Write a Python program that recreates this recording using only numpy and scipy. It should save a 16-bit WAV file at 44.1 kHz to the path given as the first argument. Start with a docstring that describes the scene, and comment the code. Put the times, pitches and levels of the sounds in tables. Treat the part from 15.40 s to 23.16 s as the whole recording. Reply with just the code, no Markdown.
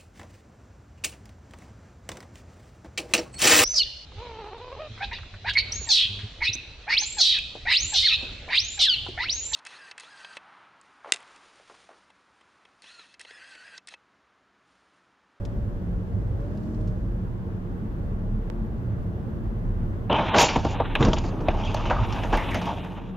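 """Inside a car on a wet road: tyre and engine drone booms in the cabin, a small motor whines, the trim ticks.
Then cars collide ahead: sheet metal crumples, glass and debris scatter, a body thuds and rolls, parts bang down.
The cabin is resonant noise and wandering tones; the crash is noisy contacts ringing banks of resonances.
The loudest blows overload; at the end the sound sinks."""
import sys
import numpy as np
from scipy import signal
from scipy.io import wavfile

SR = 44100
rng = np.random.default_rng(int(sys.argv[2]) if len(sys.argv) > 2 else 0)


def pcm_store(signal):
    """Save signal as 16-bit PCM."""
    levels = np.round(np.clip(np.atleast_2d(signal), -1, 1) * 32767)
    wavfile.write(sys.argv[1], SR, levels.astype(np.int16).T)


N = 342216


def from_db(db):
    """Decibels to gain."""
    return 10 ** (np.asarray(db) / 20)


def rms_one(x):
    """Scale to unit rms."""
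    return x / np.sqrt(np.mean(x ** 2) + 1e-20)


def in_time(rows):
    """Value columns of a breakpoint curve, interpolated sample by sample."""
    s, *columns = np.transpose(rows)
    return [np.interp(np.arange(N) / SR, s, column) for column in columns]


def at_hz(points, hz):
    """Read a spectrum on a log-frequency axis."""
    points = np.array(points, float)
    return np.interp(np.log(hz), np.log(points[:, 0]), points[:, 1])


def sides(pan_db):
    """Left and right gains for a left-minus-right level difference."""
    return from_db(np.array([[.5], [-.5]]) * pan_db)


def drift(rate_hz):
    """Slow chance of rms 1: noise through two equal low-passes, computed every 40 samples."""
    step = 40
    r = np.exp(-2 * np.pi * rate_hz * step / SR)
    noise = rng.standard_normal(N // step + 2002)
    slow = signal.lfilter([1], [1, -2 * r, r * r], noise)[2000:]  # settled part only
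    return np.interp(np.arange(N) / step, np.arange(len(slow)), rms_one(slow))


def steep(x, stop_hz, kind):
    """Sharp low- or high-pass, 50 dB down at the stop edge."""
    return signal.sosfilt(signal.cheby2(10, 50, stop_hz, kind, fs=SR, output="sos"), x)


def resonate(x, hz, width_hz):
    """One resonance; white noise of rms 1 leaves it with rms 1."""
    r = np.exp(-np.pi * width_hz / SR)
    gain = np.sqrt((1 - r * r) / 2)
    return signal.lfilter([gain, 0, -gain], [1, -2 * r * np.cos(2 * np.pi * hz / SR), r * r], x)


def resonate_twice(x, hz, width_hz):
    """Two resonances in series for steep flanks; the second is twice as wide."""
    once = resonate(x, hz, width_hz)
    return resonate(once, hz, 2 * width_hz) * np.sqrt(3 * np.pi * width_hz / SR)


def modes(x, table, patchy_db=0.):
    """Parallel resonances of summed power 1; random signs push or pull each, its level drifting by patchy_db."""
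    total = np.sqrt(sum(from_db(db) ** 2 for hz, width_hz, db in table))
    signs = rng.choice([-1, 1], N)
    out = 0
    for k, (hz, width_hz, db) in enumerate(table):
        drive = x * np.roll(signs, 97 * k)  # the shift makes the modes unrelated
        out = out + resonate_twice(drive * from_db(db + patchy_db * drift(10)), hz, width_hz)
    return out / total


# Stereo image. Each row: frequency in Hz, left-right correlation.
LIKENESS = [(60, 1), (130, 0.75), (290, 0.92), (640, 0.32), (1410, -0.37), (3100, 0.066), (6820, -0.4),
            (15000, -0.25)]
# Each row: frequency in Hz, left minus right in dB.
BALANCE_DB = [(60, 1), (110, -2.5), (200, 0), (380, 0.5), (700, 2), (1290, -1), (2380, 2), (4400, -2.5),
              (8120, 1.5), (15000, 2)]


def stereo(mid, side, hz):
    """Two unrelated signals mixed to the likeness and balance at that frequency."""
    alike = np.clip(at_hz(LIKENESS, hz), -.99, .99)
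    pair = np.sqrt(1 + alike) * mid + np.sqrt(1 - alike) * side * [[1], [-1]]
    return sides(at_hz(BALANCE_DB, hz)) * pair / np.sqrt(2)


def fading(s, peak_db, fade_s):
    """Envelope of hits: each jumps up and falls 60 dB in its fade time."""
    out = np.zeros(N)
    starts = (np.array(s) * SR).astype(int)
    for at, peak, fade in zip(starts, from_db(peak_db), np.clip(fade_s, .002, .5)):
        t = np.arange(min(int(fade * SR), N - at)) / SR
        out[at:at + len(t)] += peak * from_db(-60 * t / fade)
    return out


def swells(s, length_s, first_db, last_db, rise_db_per_s, end_db_per_s):
    """Envelope of events that rise, run from one level to another and die away; the loudest rules."""
    t, out_db = np.arange(N) / SR, np.full(N, -120.)
    for at, span, first, last, dying in np.broadcast(s, length_s, first_db, last_db, end_db_per_s):
        level_db = np.interp(t, [at, at + span], [first, last])
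        level_db -= rise_db_per_s * np.maximum(at - t, 0) + dying * np.maximum(t - at - span, 0)
        out_db = np.maximum(out_db, level_db)
    return from_db(out_db)


# Faint treble hiss. Each row: time in seconds, level in dB.
SPRAY = [(0, -75.5), (.8, -78), (1.3, -70), (1.9, -80), (2.4, -90), (7.76, -95)]
SPRAY_HZ, SPRAY_WIDTH_HZ = 4500, 3700


def spray():
    """Wide, faint treble hiss: noise through one broad resonance, nearly gone after the first seconds."""
    mid, side = resonate_twice(rng.standard_normal((2, N)), SPRAY_HZ, SPRAY_WIDTH_HZ)
    return from_db(*in_time(SPRAY)) * rms_one(stereo(mid, side, SPRAY_HZ))


# Road noise level. Each row: time in seconds, level in dB.
ROAR = [(0, -37.5), (1.2, -37.5), (2.4, -38), (3.6, -37.5), (4.7, -37.5), (6, -36.5), (7, -35.5),
        (7.4, -38.5), (7.76, -42)]
# Road noise spectrum. Each row: frequency in Hz, relative density in dB per Hz.
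ROAD = [(140, -7.5), (210, -10.5), (300, -15), (420, -18), (600, -24.5), (840, -28), (1300, -32.5),
        (1750, -39.5), (2150, -48), (3100, -51), (4600, -61.5), (6300, -57), (9500, -79.5), (13000, -59)]
# Wavering cabin tones and tread bands. Each row: frequency in Hz, width in Hz, level in dB at the start.
HUM = [(346.5, 4.2, -51), (450.3, 4.4, -53.5), (574, 2.4, -57), (270, 20, -57.5), (1640, 120, -65),
       (2950, 340, -75.5)]


def road():
    """Tyre roar and spray: noise in 0.4-octave bands of drifting level, topped by narrow wavering tones."""
    road_db, = in_time(ROAR)
    out, together, edges_hz = 0, drift(1.5), 125 * 2 ** np.arange(0, 7.3, .4)
    white = rng.standard_normal((2, 2, N))
    for k, (low, high) in enumerate(zip(edges_hz, edges_hz[1:])):
        band = signal.butter(2, [low, high], "band", fs=SR, output="sos")
        mid, side = signal.sosfilt(band, white[k % 2])  # neighbours get different noise
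        hz = np.sqrt(low * high)
        level_db = at_hz(ROAD, hz) + .6 * together + .8 * drift(9)
        out = out + from_db(level_db) * stereo(mid, side, hz)
    out = from_db(road_db) * rms_one(out)
    for hz, width_hz, db in HUM:
        mid, side = resonate(rng.standard_normal((2, N)), hz, width_hz)
        out += from_db(db + road_db - road_db[0]) * stereo(mid, side, hz)
    return out


# Cabin and tyre modes in four groups: deep boom, tyre boom, lower hum, upper hum.
# Each row of a group: frequency in Hz, width in Hz, relative level in dB.
BOOM = [
    [(25, 9.7, -5), (33, 23, -5), (48.5, 25, 6)],
    [(73, 7.6, -7.5), (99.9, 18, -1), (117.9, 12, -7)],
    [(180.3, 8.6, 0)],
    [(213.2, 11.3, 0)],
]
# Chance swelling, one value per group, in dB.
BOOM_SWELL_DB = [3.6, 1.5, 1.5, 3.9]
BOOM_SWELLS_PER_S = 2.07
DEEP_BOOM_DB, UPPER_HUM_DB = -6.5, -15  # against the tyre boom


def boom(boom_db, hum_db):
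    """Road bumps, as noise, shake the low cabin and tyre modes; each group swells by chance."""
    out, levels_db = 0, [boom_db + DEEP_BOOM_DB, boom_db, hum_db, boom_db + UPPER_HUM_DB]
    for level_db, swell_db, group in zip(levels_db, BOOM_SWELL_DB, BOOM):
        sound = 0
        for hz, width_hz, db in group:
            mid, side = resonate_twice(rng.standard_normal((2, N)), hz, width_hz)
            sound = sound + from_db(db) * rms_one(stereo(mid, side, hz))
        out = out + from_db(level_db + swell_db * drift(BOOM_SWELLS_PER_S)) * rms_one(sound)
    return out


def throb(hz, level_db):
    """The deepest cabin tone: a sine that wanders in pitch and strength."""
    turn = 2 * np.pi * np.cumsum(hz * (1 + 0.075 * drift(2.93))) / SR
    return np.sqrt(2) * from_db(level_db + 2.9 * drift(6.7)) * np.sin(turn) * sides(-.4)


# Drone over a changing road surface. Each row: time in seconds, mean throb pitch in Hz, then mean levels
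# in dB of throb, tyre boom and lower hum.
DRONE = [(0, 42.9, -34, -31, -43), (.5, 41.95, -38.5, -32.5, -35.5), (.9, 45.7, -31.5, -32, -36),
         (1.25, 46.2, -41.5, -31.5, -43), (1.7, 45.84, -31.5, -31, -41), (2.05, 33.55, -41, -33.5, -36.5),
         (2.5, 36.9, -38.5, -33, -48), (2.9, 33, -29.5, -30.5, -35.5), (3.2, 40.75, -33.5, -33, -43),
         (3.45, 37.5, -48, -30, -41.5), (3.7, 38.2, -41, -31, -41), (4, 43.84, -35, -31.5, -49),
         (4.4, 35.28, -30, -31.5, -38.5), (5, 33.18, -49, -34, -50.5), (5.45, 34.07, -32, -32, -35.5),
         (5.65, 35, -25, -26.5, -47), (5.85, 34.5, -32.5, -33.5, -38.5), (6.3, 30.4, -31, -32, -42),
         (6.75, 37.1, -44, -30, -45.5), (6.96, 37.33, -22.5, -33.5, -43), (7.15, 37, -47, -33, -39.5),
         (7.76, 38.3, -39, -46, -39)]


def drone():
    """Throb and boom follow the changing road surface."""
    throb_hz, throb_db, boom_db, hum_db = in_time(DRONE)
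    return throb(throb_hz, throb_db) + boom(boom_db, hum_db)


# Low tones sliding upward. Each row: start in seconds, length in seconds, first and last Hz, mid-slide rms in dB.
SLIDES = [(1.053, 0.466, 195.8, 238.8, -42), (2.75, 0.714, 202, 229.4, -41.5)]


def slides():
    """Unsteady sines that swell, climb and fade."""
    out, t, waver_db = 0, np.arange(N) / SR, 4.3 * drift(5.7)
    for s, length_s, first_hz, last_hz, db in SLIDES:
        along = np.clip((t - s) / length_s, 0, 1)
        turn = 2 * np.pi * np.cumsum(first_hz + (last_hz - first_hz) * along) / SR
        swell = np.sqrt(2 * np.sin(np.pi * along).clip(0))
        out = out + swell * from_db(db + waver_db) * np.sin(turn)
    return out


# Motor whine. Each row: time in seconds, pitch in Hz, mean level in dB, half-pitch tone level in dB.
WHINE = [(0, 568, -48, -80), (.3, 587, -54, -84), (.55, 528, -57, -77), (.75, 496.5, -72, -79),
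         (.82, 451, -55, -73), (.96, 547.5, -50, -67), (1.15, 612.3, -51.5, -47), (1.42, 621, -55, -40.5),
         (1.52, 604, -51, -71), (1.7, 585, -75, -83), (1.9, 558, -91, -86)]


def whine():
    """A small motor under changing load: one tone and its half."""
    hz, level_db, half_db = in_time(WHINE)
    turn = 2 * np.pi * np.cumsum(hz) / SR
    tone = from_db(level_db + 2.5 * drift(8)) * np.sin(turn)
    half = from_db(half_db) * np.sin(turn / 2)
    return np.sqrt(2) * (tone + half) * sides(-2.5)


# Trim ticks. Each row: start in seconds, burst peak before the band-pass in dB, left minus right in dB,
# lowest Hz, fade in seconds.
TICKS = [(0.0517, -39.5, 5, 2410, 0.04), (0.8181, -60, 4, 2650, 0.03), (1.0038, -59, 11.5, 2550, 0.03),
         (1.1502, -56, 0.0, 2500, 0.029), (1.1743, -49, -3, 2440, 0.038), (1.2346, -54, -1.0, 2500, 0.03),
         (1.3462, -60, 26, 2450, 0.038), (1.41, -54, 5, 2496, 0.033), (1.4753, -52, 7, 2510, 0.098)]


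def ticks():
    """Short bright bursts from the trim: fading noise, band-passed up to 6 kHz."""
    out = np.zeros((2, N))
    noise = rng.standard_normal(N)
    for s, peak_db, pan_db, low_hz, fade_s in TICKS:
        part = slice(int(s * SR), int(s * SR) + SR // 10)
        burst = (noise * fading([s], [peak_db], [fade_s]))[part]
        band = signal.butter(2, [low_hz, 6000], "band", fs=SR, output="sos")
        out[:, part] += signal.sosfilt(band, burst) * sides(pan_db)
    return out


# A stone hits the right side. One row: gain in dB, left minus right in dB, fall rate in Hz, rise rate in Hz.
STONE = (-16.5, -32, 199, 4000)
STONE_S = 3.1009


def stone():
    """One broad knock: a quick push that sinks back, the difference of two exponentials."""
    gain_db, pan_db, fall_hz, rise_hz = STONE
    t = np.maximum(np.arange(N) / SR - STONE_S, 0)
    push = np.exp(-2 * np.pi * fall_hz * t) - np.exp(-2 * np.pi * rise_hz * t)
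    return from_db(gain_db) * push * from_db([[pan_db], [0]])


def grains(per_s, spread_db):
    """Uneven contacts of breaking parts on a bed of noise; rms 1."""
    sizes = from_db(spread_db * np.minimum(rng.exponential(1, N), 5)) * rng.choice([-1, 1], N)
    contacts = rms_one(sizes * (rng.random(N) < per_s / SR))
    return rms_one(contacts + 1.23 * rng.standard_normal(N))


# The wreck grinds on under the blows. Each row: time in seconds, crumpling, scraping and rumble drive in dB.
GRIND = [(4.695, -32, -37.5, -27), (4.87, -33, -39, -37), (4.94, -32, -39, -36), (5.15, -31, -38, -34),
         (5.19, -37.5, -42.5, -36), (5.39, -40, -45.5, -46), (5.58, -45, -44, -33),
         (5.8, -46.5, -50.5, -45), (6.05, -42, -59, -31.5), (6.11, -35, -47, -35.5),
         (6.3, -38, -44.5, -39.5), (6.55, -33, -44.5, -40), (6.7, -37.5, -43.5, -39),
         (6.9, -35.5, -44.5, -46), (7.08, -37.5, -42, -37.5), (7.22, -41.5, -44, -38),
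         (7.42, -46.5, -49, -40.5), (7.57, -44, -51.5, -62), (7.7, -55.5, -61, -50), (7.76, -49, -60, -53)]
# Metal folds for a while. Each row: start in seconds, hold in seconds, shell, panel and thud drive in dB,
# dying rate in dB per second.
CRUNCHES = [(4.713, 0.032, -24.5, -34, -25, 180), (4.787, 0.019, -22.5, -31.5, -26.5, 245),
            (4.944, .02, -17.5, -27.5, -24, 500), (4.981, .045, -15, -18, -20, 280),
            (5.088, .01, -27.5, -32.5, -29.5, 150), (5.609, .03, -26, -36.5, -20.5, 101),
            (5.642, .05, -40, -39.5, -19, 250), (5.765, .02, -36.5, -41, -35, 700),
            (6.077, .015, -29.5, -36.5, -37, 297), (6.506, .012, -26, -43.5, -40, 451),
            (6.93, .01, -27, -38, -34.5, 88), (7.143, 0.023, -33.5, -40.5, -33, 350),
            (7.273, 0.027, -33.5, -44, -41, 96)]
CRUNCH_RISE_DB_PER_S = 899
# Showers of glass. Each row: start in seconds, length in seconds, first and last drive in dB.
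SHOWERS = [(4.76, 0.13, -50.5, -57), (4.952, .028, -37, -28), (4.982, 0.044, -22, -14),
           (5.04, 0.14, -21, -45.5), (5.17, 0.16, -45, -44), (5.6, .19, -45, -47.5), (5.79, .1, -54, -51),
           (5.9, 0.16, -62, -65), (6.1, 0.054, -53, -57), (6.17, 0.37, -51.5, -51.5),
           (6.53, .39, -53, -55.5), (6.93, 0.17, -46, -62), (7.11, 0.072, -48, -57), (7.22, 0.18, -55, -60),
           (7.44, 0.27, -61, -75)]
# Showers of fine splinters. Each row: start in seconds, length in seconds, first and last drive in dB.
SPLINTERS = [(4.96, .022, -73, -62), (4.991, 0.031, -46, -37.5), (5.904, .74, -79, -81),
             (6.663, 0.25, -68, -65.5), (6.925, .3, -63.5, -64), (7.23, 0.34, -66, -77)]
SHOWER_RISE_DB_PER_S, SHOWER_END_DB_PER_S = 1500.5, 802


def grinding():
    """Strength of the sustained drive into shell, panels, ground, glass and splinters."""
    start = np.arange(N) > GRIND[0][0] * SR
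    s, hold_s, *parts_db, dying = np.transpose(CRUNCHES)
    drives = []
    for bed_db, db in zip(in_time(GRIND), parts_db):
        crunch = swells(s, hold_s, db, db, CRUNCH_RISE_DB_PER_S, dying)
        drives.append(start * np.maximum(from_db(bed_db), crunch))
    for rows in (SHOWERS, SPLINTERS):
        drives.append(swells(*np.transpose(rows), SHOWER_RISE_DB_PER_S, SHOWER_END_DB_PER_S))
    return drives


def blows(contacts, s, level_db, fade_s, snap_db):
    """Each blow opens with one hard contact, then rattles out."""
    out = contacts * fading(s, level_db, fade_s)
    out[(s * SR).astype(int)] += from_db(level_db + snap_db)
    return out


# Struck parts ring. Each row: start in seconds, rattle peak in dB, pitch in Hz, width in Hz, rattle fade in seconds.
CLANGS = [(4.711, -28.5, 2990, 405, 0.44), (4.718, -24, 910, 150, 0.47), (4.76, -28, 2530, 300, 0.13),
          (4.945, -21.5, 1500, 425, 0.078), (4.99, -24, 2700, 300, 0.12), (5.16, -48, 604, 204, .08),
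          (5.249, -27, 496, 399, 0.062), (5.401, -33, 905, 500, 0.012), (5.557, -25, 2474, 400, 0.036),
          (5.599, -16, 88.6, 80, 0.36), (5.61, -38, 950, 202, .1), (5.625, -16, 270, 150, 0.1),
          (5.664, -16, 198.6, 148, 0.21), (6.084, -19.5, 663, 150, 0.086), (6.086, -23, 2460, 300, 0.032),
          (6.235, -39.5, 3230, 300.5, 0.44), (6.273, -34, 2670, 298, 0.13), (6.505, -23, 1256, 500, 0.14),
          (6.51, -43, 1800, 398, 0.076), (6.56, -30, 1184, 150, 0.31), (6.83, -31, 670, 150.5, 0.13),
          (6.928, -20.5, 710, 149, 0.13), (6.934, -25, 1660, 400, 0.096), (6.975, -34, 2000, 511, 0.43),
          (7.114, -32, 1870, 514, 0.18), (7.145, -33, 1970, 890, 0.17), (7.148, -47, 895, 400, 0.048),
          (7.29, -21, 830, 202, 0.042), (7.46, -37, 796, 206.6, 0.12), (7.559, -37, 840, 149.4, 0.052)]


def clangs(metal):
    """A dying rattle through one steep resonance for each struck part."""
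    out = np.zeros(N)
    for s, peak_db, hz, width_hz, fade_s in CLANGS:
        part = slice(int(s * SR), int(s * SR) + SR // 2)
        burst = (metal * fading([s], [peak_db], [fade_s]))[part]
        out[part] += resonate_twice(burst, hz, width_hz)
    return out


# Blows. Each row: start in seconds, clank drive in dB, then body, glass, splinter and thud drive in dB above
# the clank, base fade in seconds, scaled for each layer.
BLOWS = [(4.699, -35, 13, -49, -63, 7, 0.1), (4.9457, -35, 11, -26, -60, -2, 0.13),
         (4.983, -16.5, -8, -7, -28, -23, 0.18), (5.082, -27, -12, -18, -63, -29, 0.18),
         (5.159, -27.5, 11.5, -16, -50, 8.5, 0.064), (5.248, -40, 17, -3, -48, 22, 0.051),
         (5.3994, -37.5, 18.5, -31, -46, 17, 0.063), (5.5526, -14, -5.5, -37, -33.5, -29, 0.073),
         (5.607, -33, 5, -9, -57, 8, 0.06), (5.6263, -25, -16, -14, -57, -7, 0.081),
         (5.649, -27, -15, 0, -60, -8, 0.034), (5.683, -35, -1, 0, -49, 13, 0.026),
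         (5.732, -23, 0, -6, -48, -7, 0.04), (5.7831, -37.5, -8, 4.5, -49, -7, 0.021),
         (5.8385, -43, 3, -12, -44, 12, 0.18), (6.0051, -49, 0, -9, -32, 14, 0.06),
         (6.0843, -24.5, 6, -44, -59, 8, 0.023), (6.246, -43, -7, -4, -46, -29, 0.1),
         (6.3444, -32, 11, 3, -9.5, -2, 0.021), (6.454, -35, -16, -16, -42, -8, 0.088),
         (6.499, -35.5, 11, -10, -52, -15, 0.066), (6.7245, -36.5, -14, -2, -39, -10, 0.04),
         (6.8341, -34, -5, -13, -33, -14, 0.082), (6.9264, -38, 13, -6, -26, 18, 0.071),
         (6.9717, -33, -13, -11, -14, -14, 0.044), (7.1097, -44, 3, -15, -12, -12, 0.14),
         (7.144, -33.5, 4, -2, -13, -9, 0.091), (7.215, -40.5, 12.5, -3, -23, -13, 0.039),
         (7.255, -43, -4, -6, -17, -5, 0.12), (7.2895, -57, -4, -27, -30, -10, 0.1),
         (7.446, -48, 4, -17, -18, -10, 0.063)]
# Shell modes. Each row: frequency in Hz, width in Hz, relative level in dB.
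BODY = [(486, 100, -2), (621, 220, 9), (819, 130, 7), (915, 110, 8.5), (1120, 200, 4), (1320, 290, -4.5)]
# Panel modes. Each row: frequency in Hz, width in Hz, relative level in dB.
PANEL = [(1540, 580, -1), (2340, 400, -5), (2670, 760, 1.5), (2920, 340, -15.5), (3330, 1100, -3),
         (4100, 390, -6.5)]
# Glass modes. Each row: frequency in Hz, width in Hz, relative level in dB.
GLASS = [(4460, 1100, 2.5), (4886, 950, 0.5), (5600, 510, -0.5), (6230, 270, -2), (7210, 410, 11.5)]
# Thud modes. Each row: frequency in Hz, width in Hz, relative level in dB.
THUD = [(34.3, 22, -4), (70, 69, 1.5), (129, 34.4, -6), (205, 194, 3.5), (292, 130, -3.5),
        (409, 280, -13.5)]
PATCHY_DB = 2.5
GLASS_TOP_HZ, PANEL_TOP_HZ = 7820, 4650
OVERLOAD = .33  # amplitude ceiling


def crash():
    """Grinding and blows drive shell, panels, glass and ground, whose sum overloads; splinters stay clean."""
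    crumple, scrape, rumble, glass, splinter = grinding()
    s, clank_db, body_db, glass_db, splinter_db, thud_db, fade_s = np.transpose(BLOWS)
    surge = from_db(2 * drift(20))
    metal = grains(per_s=1200.0, spread_db=2.0)
    shards = grains(per_s=5000.0, spread_db=-3.0)
    ground = rng.standard_normal(N)

    shell_hits = blows(metal, s, clank_db + body_db, fade_s, snap_db=13)
    shell = modes(metal * surge * crumple + shell_hits, BODY, PATCHY_DB)
    panel_hits = blows(metal, s, clank_db, 0.39 * fade_s, snap_db=8)
    clank = modes(metal * surge * scrape + panel_hits, PANEL, PATCHY_DB)
    ground_hits = blows(ground, s, clank_db + thud_db, 1.7 * fade_s, snap_db=18.5)
    thump = modes(ground * rumble + ground_hits, THUD)
    glass_hits = blows(shards, s, clank_db + glass_db, 1.3 * fade_s, snap_db=8.5)
    tinkle = modes(shards * surge * glass + glass_hits, GLASS, PATCHY_DB)

    out = steep(shell + clank + clangs(metal) + thump, PANEL_TOP_HZ, "low") + steep(tinkle, 2690, "high")
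    out = out / (1 + (out / OVERLOAD) ** 4) ** .25  # soft clipping

    fine_hits = blows(shards, s, clank_db + splinter_db, 0.36 * fade_s, snap_db=15)
    fine = steep(shards * splinter + fine_hits, 4670, "high")
    return steep(out, GLASS_TOP_HZ, "low") + resonate(fine, 9400, 7000)


def scene():
    """Wide cabin sound, with the crash in the middle."""
    cabin = spray() + road() + drone() + slides() + whine() + ticks() + stone()
    return cabin + crash()


CUTOFF_HZ = 16150


def record(dry):
    """The top is cut: 70 dB down from the cutoff up."""
    return signal.sosfilt(signal.cheby2(20, 70, CUTOFF_HZ, fs=SR, output="sos"), dry)


dry = scene()
out = record(dry)
pcm_store(out)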